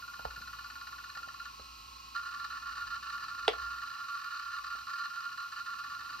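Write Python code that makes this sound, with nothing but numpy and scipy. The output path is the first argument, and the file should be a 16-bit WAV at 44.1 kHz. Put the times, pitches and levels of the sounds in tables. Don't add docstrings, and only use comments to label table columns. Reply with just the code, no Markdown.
import sys
import numpy as np
from scipy import signal
from scipy.fft import rfft, irfft, next_fast_len
from scipy.io import wavfile
from scipy.ndimage import uniform_filter1d, map_coordinates

SR = 44100
rng = np.random.default_rng(int(sys.argv[2]) if len(sys.argv) > 2 else 0)


def wav_out(sig):
    wavfile.write(sys.argv[1], SR, np.round(np.clip(np.atleast_2d(sig).T, -1, 1) * 32767).astype(np.int16))


N = 273420

# hz, left_minus_right_db, left_lead_rad
LAPTOP_PAN = [(400, 1, -0.2), (745, -5, 2.52), (1096, -2.5, 2), (1164, -2.5, 0.3), (1280, -1, 0.5),
              (1400, -5.5, 0.4), (1520, 2.5, 1.5), (1620, -4.5, 1.6), (1820, -0.5, -1.2), (2030, 0, 2.5),
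              (2200, 4, -1), (2560, 1.5, 1.24), (2770, -7.5, 0.8), (3340, -0.5, 1.6), (3700, -2, 1.6),
              (4200, -6, 0.72), (4550, 3.5, 0.5), (5120, 6.5, 1.8), (5550, 0, -1), (5720, -3.5, -0.8),
              (6240, 9, 3), (7200, 3.5, 1.2), (8750, -0.5, -0.81), (12200, 8, 11), (11960, -0.5, 2.5),
              (13200, 0.5, 1.23), (13600, -2, -1)]
EARS = np.array([[.5], [-.5]])


def amp(db):
    return 10 ** (np.asarray(db) / 20)


def unit(x):
    return x / np.sqrt(np.mean(x ** 2) + 1e-20)


def along(points, hz):
    f, v = np.transpose(points)
    return np.interp(np.log(hz + 1), np.log(f + 1), v)


def curves(rows):
    s, *columns = np.transpose(rows)
    return [np.interp(np.arange(N) / SR, s, column) for column in columns]


def wobble(rate):
    knots = rng.standard_normal(int(N * rate / SR) + 4)
    return map_coordinates(knots, [np.arange(N) * rate / SR])


def add(track, s, sound):
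    start = int(np.clip(round(s * SR), 0, N))
    track[start:start + len(sound)] += sound[:N - start]


def filtered(x, response):
    m = next_fast_len(N + SR // 2)
    return irfft(rfft(x, m) * response(np.fft.rfftfreq(m, 1 / SR)), m)[..., :N]


def ring(x, gain, size=16384):
    cepstrum = irfft(np.log(gain(np.fft.rfftfreq(size, 1 / SR)) + 1e-6))
    cepstrum[1:size // 2] *= 2
    cepstrum[size // 2 + 1:] = 0
    response = irfft(np.exp(rfft(cepstrum)))
    return signal.fftconvolve(x, response / np.linalg.norm(response))[:N]


def place(x, pan, wet_db):
    # hz, t60_s
    room_decay = [(100, 0.37), (500, 0.22), (2500, 0.22), (6000, 0.1), (14000, 0.034)]
    hz, t, z = signal.stft(rng.standard_normal((2, SR // 2)), SR, nperseg=256)
    decay = amp(-60 * t / along(room_decay, hz)[:, None])
    tail = signal.istft(z * decay, SR, nperseg=256)[1]
    delayed = np.pad(x, (SR // 150, 0))[None]
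    wet = signal.fftconvolve(delayed, tail / np.linalg.norm(tail[0]), axes=1)[:, :N]
    balance = [(f, db) for f, db, _ in pan]
    lead = [(f, angle) for f, _, angle in pan]

    def ports(f):
        pair = amp(EARS * along(balance, f)) * np.exp(1j * EARS * along(lead, f))
        return pair / np.maximum(np.abs(pair.mean(axis=0)), .5)

    return filtered(x, ports) + amp(wet_db) * wet


def motor(lag_s=0.0013, inrush_db=0.5, inrush_s=0.004):
    # time_s, left_minus_right_db
    drift = [(0, 3), (1.5, 3), (2.1, .8), (6.2, .8)]
    drive, current = np.zeros(N), np.zeros(N)
    for s, db, jolts in pulses() + bursts():
        size = np.full(len(jolts), amp(db))
        inrush = amp(inrush_db * np.exp(-np.arange(len(jolts)) / SR / inrush_s))
        add(drive, s, size * inrush * jolts)
        add(current, s + lag_s, size)
    drift_db, = curves(drift)
    buzz = place(ring(steadied(drive, current), housing), LAPTOP_PAN, wet_db=-10.5)
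    return buzz * amp(EARS * drift_db)


def pulses(period_s=.05645, scatter_db=0.5):
    # start_s, pulse_count, pulse_length_s, level_db
    trains = [(0.0206, 21, .010, -43.5), (1.172, 2, 0.0044, -38.5), (1.2853, 1, 0.0051, -42.5),
              (1.341, 1, 0.0036, -44), (1.398, 1, 0.0057, -39.5), (1.452, 1, .013, -43)]
    events = []
    for start, number, length, db in trains:
        for k in range(round(number)):
            level_db = db + scatter_db * rng.standard_normal()
            jolts = kicks(length, uneven=0.07, fast_hz=1738, slow_hz=1189.0, kick_s=.0036, jitter=0.14)
            events.append((start + k * period_s, level_db, jolts))
    return events


def bursts(lead_s=0.0012):
    # start_s, length_s, level_db
    strains = [(2.148, 0.0078, -37.5), (2.1575, 0.009, -33.5), (2.1725, 0.0089, -44), (2.179, 0.021, -41),
               (2.227, 0.011, -44), (2.254, 0.0254, -41), (2.2845, 0.0095, -41.0), (2.2983, 0.013, -54),
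               (2.3143, 0.0165, -43.5), (2.3377, 0.019, -40.5), (2.3596, 0.0215, -46.5),
               (2.3925, 0.0215, -41), (2.414, 0.016, -42.5), (2.4406, 0.01, -36.5), (2.454, 0.0145, -46.5),
               (2.5006, 0.012, -40.5), (2.516, 0.0145, -41), (2.541, 0.0088, -44.5),
               (2.5526, 0.0264, -41.5), (2.622, 0.0095, -41.5), (2.655, 0.0279, -40.5),
               (2.6873, 0.013, -41.5), (2.7066, 0.012, -44), (2.719, 0.013, -42), (2.755, 0.0088, -41.5),
               (2.768, 0.014, -39.5), (2.7804, 0.021, -43.5), (2.8046, 0.02, -39), (2.823, 0.014, -42),
               (2.864, 0.018, -43.0), (2.902, 0.0229, -39.5), (2.9276, 0.0249, -38.5), (2.955, 0.01, -40.5),
               (2.972, 0.0125, -48.5), (3.024, 0.0205, -42.5), (3.0554, 0.021, -41.5),
               (3.082, 0.012, -40.5), (3.096, 0.01, -40), (3.1226, 0.036, -39.5), (3.174, 0.0089, -41),
               (3.201, 0.0165, -44), (3.2224, 0.0115, -39), (3.2357, 0.017, -41), (3.279, 0.008, -40.5),
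               (3.285, 0.0387, -43), (3.3314, 0.01, -50), (3.3435, 0.0095, -41.5), (3.3777, 0.0205, -40),
               (3.4, 0.0099, -44), (3.424, 0.0135, -40.0), (3.4437, 0.017, -43.5), (3.531, 0.0095, -40),
               (3.549, 0.011, -42), (3.5804, 0.0083, -40.5), (3.5936, 0.0089, -39), (3.6136, 0.0424, -40.5),
               (3.66, 0.014, -40.5), (3.675, 0.0145, -42.0), (3.7028, 0.0195, -40), (3.725, 0.0076, -44),
               (3.732, 0.0186, -41.5), (3.756, 0.012, -45), (3.7704, 0.018, -42), (3.787, 0.0074, -45.5),
               (3.8186, 0.0185, -39.0), (3.846, 0.0105, -46), (3.8592, 0.012, -48), (3.8717, 0.0089, -40.5),
               (3.8971, 0.0086, -42), (3.9094, 0.0087, -41.5), (3.928, 0.021, -45.0),
               (3.9486, 0.009, -40.5), (3.965, 0.0085, -45), (3.9824, 0.011, -43), (3.9984, 0.0205, -40.5),
               (4.035, 0.0115, -45), (4.0453, 0.0105, -46.5), (4.0603, 0.014, -50.5),
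               (4.081, 0.0274, -39.5), (4.1167, 0.0195, -40), (4.1396, 0.0145, -38.0),
               (4.1524, 0.0254, -41), (4.186, 0.017, -44), (4.212, 0.0125, -42), (4.231, 0.0062, -49),
               (4.2383, 0.0092, -42.5), (4.245, 0.038, -42.0), (4.288, 0.0091, -47.0),
               (4.303, 0.024, -41.5), (4.3285, 0.048, -41), (4.392, 0.009, -38.0), (4.4225, 0.0135, -43.0),
               (4.45, 0.036, -42), (4.499, 0.009, -43), (4.5132, 0.0105, -42.5), (4.528, 0.0165, -38.5),
               (4.545, 0.0125, -40.5), (4.5611, 0.0314, -40.5), (4.6403, 0.0085, -37.5),
               (4.6634, 0.019, -41.5), (4.7005, 0.0414, -39.5), (4.747, 0.0254, -43.5),
               (4.778, 0.0145, -43), (4.8114, 0.0079, -44), (4.8674, 0.0074, -39.5), (4.878, 0.008, -42.5),
               (4.8903, 0.0229, -40.0), (4.9318, 0.009, -36), (4.9533, 0.017, -42), (4.977, 0.01, -39),
               (4.99, 0.011, -39.5), (5, 0.0259, -38), (5.0345, 0.011, -39.5), (5.0475, 0.013, -37.5),
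               (5.1, 0.0145, -42.5), (5.1344, 0.012, -43.0), (5.1592, 0.0135, -40), (5.1727, 0.01, -39),
               (5.1843, 0.0135, -42.5), (5.2016, 0.0085, -41.5), (5.221, 0.0115, -45),
               (5.2373, 0.01, -40.5), (5.25, 0.019, -39.0), (5.286, 0.0105, -43.0), (5.3147, 0.02, -42.5),
               (5.376, 0.0092, -39.5), (5.3866, 0.0239, -41.5), (5.4235, 0.021, -41.5),
               (5.4611, 0.0098, -43.5), (5.478, 0.0098, -49), (5.5196, 0.0145, -40.5), (5.559, 0.019, -41),
               (5.5795, 0.033, -41.5), (5.6227, 0.01, -51), (5.659, 0.024, -41), (5.683, 0.012, -43),
               (5.698, 0.017, -41), (5.723, 0.021, -41), (5.751, 0.016, -44), (5.7838, 0.0205, -40.5),
               (5.839, 0.0115, -41), (5.857, 0.021, -43.5), (5.8956, 0.0284, -42), (5.926, 0.011, -44),
               (5.941, 0.011, -42), (5.963, 0.0115, -45), (5.9876, 0.01, -43.5), (6.006, 0.0095, -41.5),
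               (6.0203, 0.013, -47), (6.045, 0.022, -44), (6.0922, 0.017, -42.0), (6.1217, 0.0319, -42.5),
               (6.188, 0.01, -45.0)]
    events = []
    for s, length, db in strains:
        jolts = kicks(length, uneven=.16, fast_hz=1829.6, slow_hz=981.3, kick_s=.008, jitter=.055,
                      lead_s=lead_s)
        events.append((s, db, jolts))
    return events


def kicks(length, uneven, fast_hz, slow_hz, kick_s, jitter, lead_s=0):
    t = np.arange(int(abs(length) * SR) + 1) / SR
    kick_lengths = kick_s * np.exp(uneven * rng.standard_normal(size=24))
    starts = np.append(0, np.cumsum(kick_lengths))
    progress = np.interp(t + lead_s, starts, np.arange(len(starts))) % 1
    rate = fast_hz + (slow_hz - fast_hz) * progress
    turns = np.cumsum(rate) / SR
    jolts = np.arange(int(turns[-1]) + 1)
    scattered = jolts + jitter * rng.standard_normal(size=256)[:len(jolts)]
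    at = np.interp(scattered, turns, t)
    return np.bincount(np.round(at * SR).astype(int)) * np.sqrt(SR / rate.mean())


def steadied(x, envelope, window_s=0.0059, lag_s=0.0018, count=3):
    def power(v):
        return np.abs(uniform_filter1d(v ** 2, int(window_s * SR))) + 1e-9

    gain = np.ones(N)
    for _ in range(count):
        swing = np.roll(ring(x * gain, housing), -int(lag_s * SR))
        gain = np.clip(gain * np.sqrt(power(envelope) / power(swing)), .4, 2)
    return x * gain


def housing(hz):
    # centre_hz, half_width_hz, gain_db
    resonances = [(1081, 22, -7.5), (1149.1, 17.7, 1.5), (1295, 15.6, -10.5), (1322.4, 18.5, -2),
                  (1373.5, 18.4, 0.5), (1399.6, 13.5, 4.5), (1447.5, 20, -6), (1482, 10, -17.5),
                  (1759, 45.4, -11.5), (1843, 59, -17), (2660, 96, -26), (2855, 52, -18), (3076, 40, -22),
                  (3690, 31, -21), (4145, 81, -15), (4395, 80, -21), (4740, 84, -19), (5280, 60, -33)]
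    # hz, gain_db
    broad_gain = [(600, -44), (860, -19.5), (1000, -41), (1600, -45), (2050, -32.5), (2400, -27),
                  (3350, -47), (3900, -29), (4600, -41.5), (5800, -34), (7400, -52), (8400, -40.5),
                  (10000, -78.5), (15500, -48)]
    power = sum((amp(db) / (1 + ((hz - centre) / width) ** 2)) ** 2 for centre, width, db in resonances)
    return np.sqrt(power + amp(along(broad_gain, hz)) ** 2)


def ticks(t60_s=0.0031, lowest_hz=2200):
    # time_s, level_db (before the housing)
    snags = [(0.141, -47), (.194, -46), (0.253, -39), (2.1512, -51), (2.161, -40.5), (2.1705, -45),
             (2.1745, -36), (2.179, -46), (4.908, -42)]
    track, t = np.zeros(N), np.arange(SR // 20) / SR
    for s, db in snags:
        add(track, s, amp(db - 60 * t / t60_s) * rng.standard_normal(len(t)))

    def treble(hz):
        return housing(hz) / (1 + (lowest_hz / (hz + 1)) ** 4)

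    return place(ring(track, treble), LAPTOP_PAN, wet_db=-11)


def click(crack_t60_s=0.015, swell_s=0.0011, lowest_hz=335):
    # time_s, crack_db, body_db
    contacts = [(3.4778, -35.5, -51), (3.4797, -15, -46), (3.4803, -25.5, -12), (3.4885, -25.5, -44),
                (3.4993, -36, -43), (3.511, -40, -51), (3.521, -39, -54)]
    # hz, gain_db, t60_s
    chassis = [(304, -25, 0.034), (444, -5.5, 0.068), (487, -12, 0.072), (565, -14, 0.033),
               (610, -13, .035), (673, -3, 0.023), (756, -21, 0.061), (1065, -22, .05), (1156, -20, 0.099),
               (1254, -24, 0.062), (1377, -17, .07), (2000, -19, 0.03), (2220, -25, 0.11),
               (3060, -20, 0.038), (4000, -17, .025), (4800, -22, 0.031)]
    # hz, gain_db (relative)
    crack_colour = [(150, -21), (300, 1.5), (650, 11), (950, 3.5), (1350, 2), (1620, -1.5), (2000, 9),
                    (2600, 2), (3100, 4.5), (3800, 1), (4300, 1), (5600, -5), (6100, -16), (7700, -31),
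                    (8400, -15), (12000, -64)]
    # hz, left_minus_right_db, left_lead_rad
    click_pan = [(195.5, 3, 0.35), (470, 0, -0.81), (724, -9, -0.15), (1400, -0.5, 1), (2000, 5, 1.2),
                 (2860, -9, 1), (4120, 3, 0.78), (6570, 8, 1.1), (8730, 4.5, 0.33)]
    cracks, body, t = np.zeros(N), np.zeros(N), np.arange(SR // 4) / SR
    for s, crack_db, body_db in contacts:
        add(cracks, s, amp(crack_db - 60 * t / crack_t60_s) * rng.standard_normal(len(t)))
        modes = sum(amp(db - 60 * t / t60) * np.sin(2 * np.pi * hz * t) for hz, db, t60 in chassis)
        add(body, s, amp(body_db) * modes * (1 - np.exp(-t / swell_s)))
    body = signal.sosfilt(signal.butter(4, lowest_hz, "high", fs=SR, output="sos"), body)
    crack = ring(cracks, lambda hz: amp(along(crack_colour, hz)))
    return place(crack, click_pan, wet_db=-11.5) + place(body, click_pan, wet_db=-19.0)


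def bumps(push_db=17, rub_db=-6, rub_t60_s=0.041, thud_t60_s=0.078, thud_hz=54):
    # time_s, knock_db (before 5 dB of lift), brightness_hz, thud_db
    contacts = [(.195, -43, 1010, -73), (0.253, -33.5, 1710, -35.5), (0.377, -40, 300, -46),
                (0.41, -45, 320, -62), (1.169, -49.5, 900, -68), (1.22, -52, 892, -74),
                (1.276, -46.5, 800, -53), (1.597, -46.5, 1520, -49), (1.604, -51, 457, -65),
                (4.751, -52, 990, -74), (5.97, -56, 707, -77)]
    # hz, gain_db (relative)
    case_colour = [(80, -6.5), (200, -1), (350, -6.5), (500, 0), (780, 4), (1000, -2.5), (1300, 5),
                   (2000, -13), (6000, -0.5), (12000, -37)]
    knocks, thuds, t = np.zeros(N), np.zeros(N), np.arange(SR // 2) / SR
    for s, db, bright_hz, thud_db in contacts:
        push = amp(push_db) * (t == 0)
        rub = amp(rub_db - 60 * t / rub_t60_s) * rng.standard_normal(len(t))
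        softening = signal.butter(3, bright_hz, fs=SR, output="sos")
        add(knocks, s, amp(db) * signal.sosfilt(softening, push + rub))
        thud = amp(thud_db - 60 * t / thud_t60_s) * np.sin(2 * np.pi * thud_hz * t)
        add(thuds, s + 0.0062, thud)
    case = amp(5) * ring(knocks, lambda hz: amp(along(case_colour, hz)))
    return place(case, LAPTOP_PAN, wet_db=-12.0) + thuds


def whine(crowd_db=-58, count=900):
    # hz, peak_db (before placing)
    steady_tones = [(1046, -70), (1057, -68), (1081, -58.5), (1107, -62.5), (1259, -69), (1314, -64),
                    (1385, -64), (1954, -76), (2262, -79), (2417, -72), (2492, -70), (2515, -67.5),
                    (2552, -72), (2627, -73), (2793, -70), (2827, -74), (3171, -78), (3515, -80),
                    (4005, -70.5), (4043, -74), (4118, -74), (4151, -70), (4394, -66.5), (4415, -68),
                    (4532, -67.5), (4952, -70), (5021, -72), (5054, -70.5), (5227, -77), (5286, -75),
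                    (5576, -72), (5749, -75), (5814, -73)]
    # hz, gain_db (relative)
    crowd_colour = [(700, -24), (1080, -15), (1650, -24), (2250, -5.5), (2550, 6.5), (2850, 7.5),
                    (3500, -9), (4080, 10), (4320, 3), (4750, 3.5), (5600, 0), (7200, -13.5), (8700, -7),
                    (11000, -29)]
    t = np.arange(N) / SR
    tones = sum(amp(db + 1.3 * wobble(6.6)) * np.sin(2 * np.pi * (hz * t + rng.random()))
                for hz, db in steady_tones)
    lines = np.zeros(N // 2 + 1, complex)
    lines[rng.integers(N // 60, N // 4, count)] = np.exp(2j * np.pi * rng.random(count))
    crowd = unit(filtered(irfft(lines, N), lambda hz: amp(along(crowd_colour, hz))))
    return place(tones + amp(crowd_db) * crowd, LAPTOP_PAN, wet_db=-11.5)


def sizzle():
    # hz, gain_db (relative)
    sizzle_colour = [(11000, -69), (12000, -19.5), (12300, 9.5), (12700, 15.5), (13300, 5.5), (13800, 7.5),
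                     (15500, -46.5)]
    # time_s, rms_db
    sizzle_level = [(0, -64), (1.2, -66.5), (1.7, -68.5), (6.2, -67.5)]
    level_db, = curves(sizzle_level)
    fizz = filtered(rng.standard_normal(N), lambda hz: amp(along(sizzle_colour, hz)))
    return amp(level_db) * unit(place(fizz, LAPTOP_PAN, wet_db=-8.5))


def hum(hum_hz=58.7):
    # time_s, peak_db
    hum_course = [(0.0, -61), (0.17, -65), (0.28, -49), (0.38, -55.5), (1.1, -65.5), (1.91, -56.5),
                  (2.33, -66.5), (2.8, -57), (3.26, -67), (3.66, -52), (3.99, -76.5), (4.8, -63.5),
                  (4.94, -80), (6.2, -66.5)]
    course_db, = curves(hum_course)
    t = np.arange(N) / SR
    return amp(course_db + 1.4 * wobble(21)) * np.sin(2 * np.pi * hum_hz * t + 1.0 * wobble(21))


def room_air(hiss_db=-64):
    # hz, gain_db (relative)
    noise_spectrum = [(20, -8.5), (45, -12), (115, 3), (160, -7), (250, -3.5), (400, -12), (650, -14),
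                      (950, 3.5), (1800, 0), (4500, -1), (7000, -3.5), (8800, -29), (9800, -72),
                      (15500, -11.5)]
    # time_s, rms_db (before 5 dB of lift)
    murmur_level = [(0.0, -70.5), (2.14, -72), (3.63, -70), (4.35, -77), (4.73, -75), (5.53, -74.5),
                    (6.2, -68.5)]
    murmur_db, = curves(murmur_level)
    air = rush(noise_spectrum, side_db=-6.5)
    low_air = filtered(air, lambda hz: 1 / (1 + (hz / 850) ** 4))
    return amp(murmur_db + 5) * unit(low_air) + amp(hiss_db) * unit(air - low_air)


def rush(spectrum, side_db):
    mid, side = filtered(rng.standard_normal((2, N)), lambda hz: amp(along(spectrum, hz)))
    return unit(mid + amp(side_db) * np.array([side, -side]))


def scene():
    drive = motor() + ticks()
    contacts = click() + bumps()
    electronics = whine() + sizzle()
    return drive + contacts + electronics + hum() + room_air()


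def record(dry, low_hz=36, top_hz=15780):
    thinned = signal.sosfilt(signal.butter(4, low_hz, "high", fs=SR, output="sos"), dry)
    return filtered(thinned, lambda hz: hz < top_hz)


dry = scene()
out = record(dry)
wav_out(out)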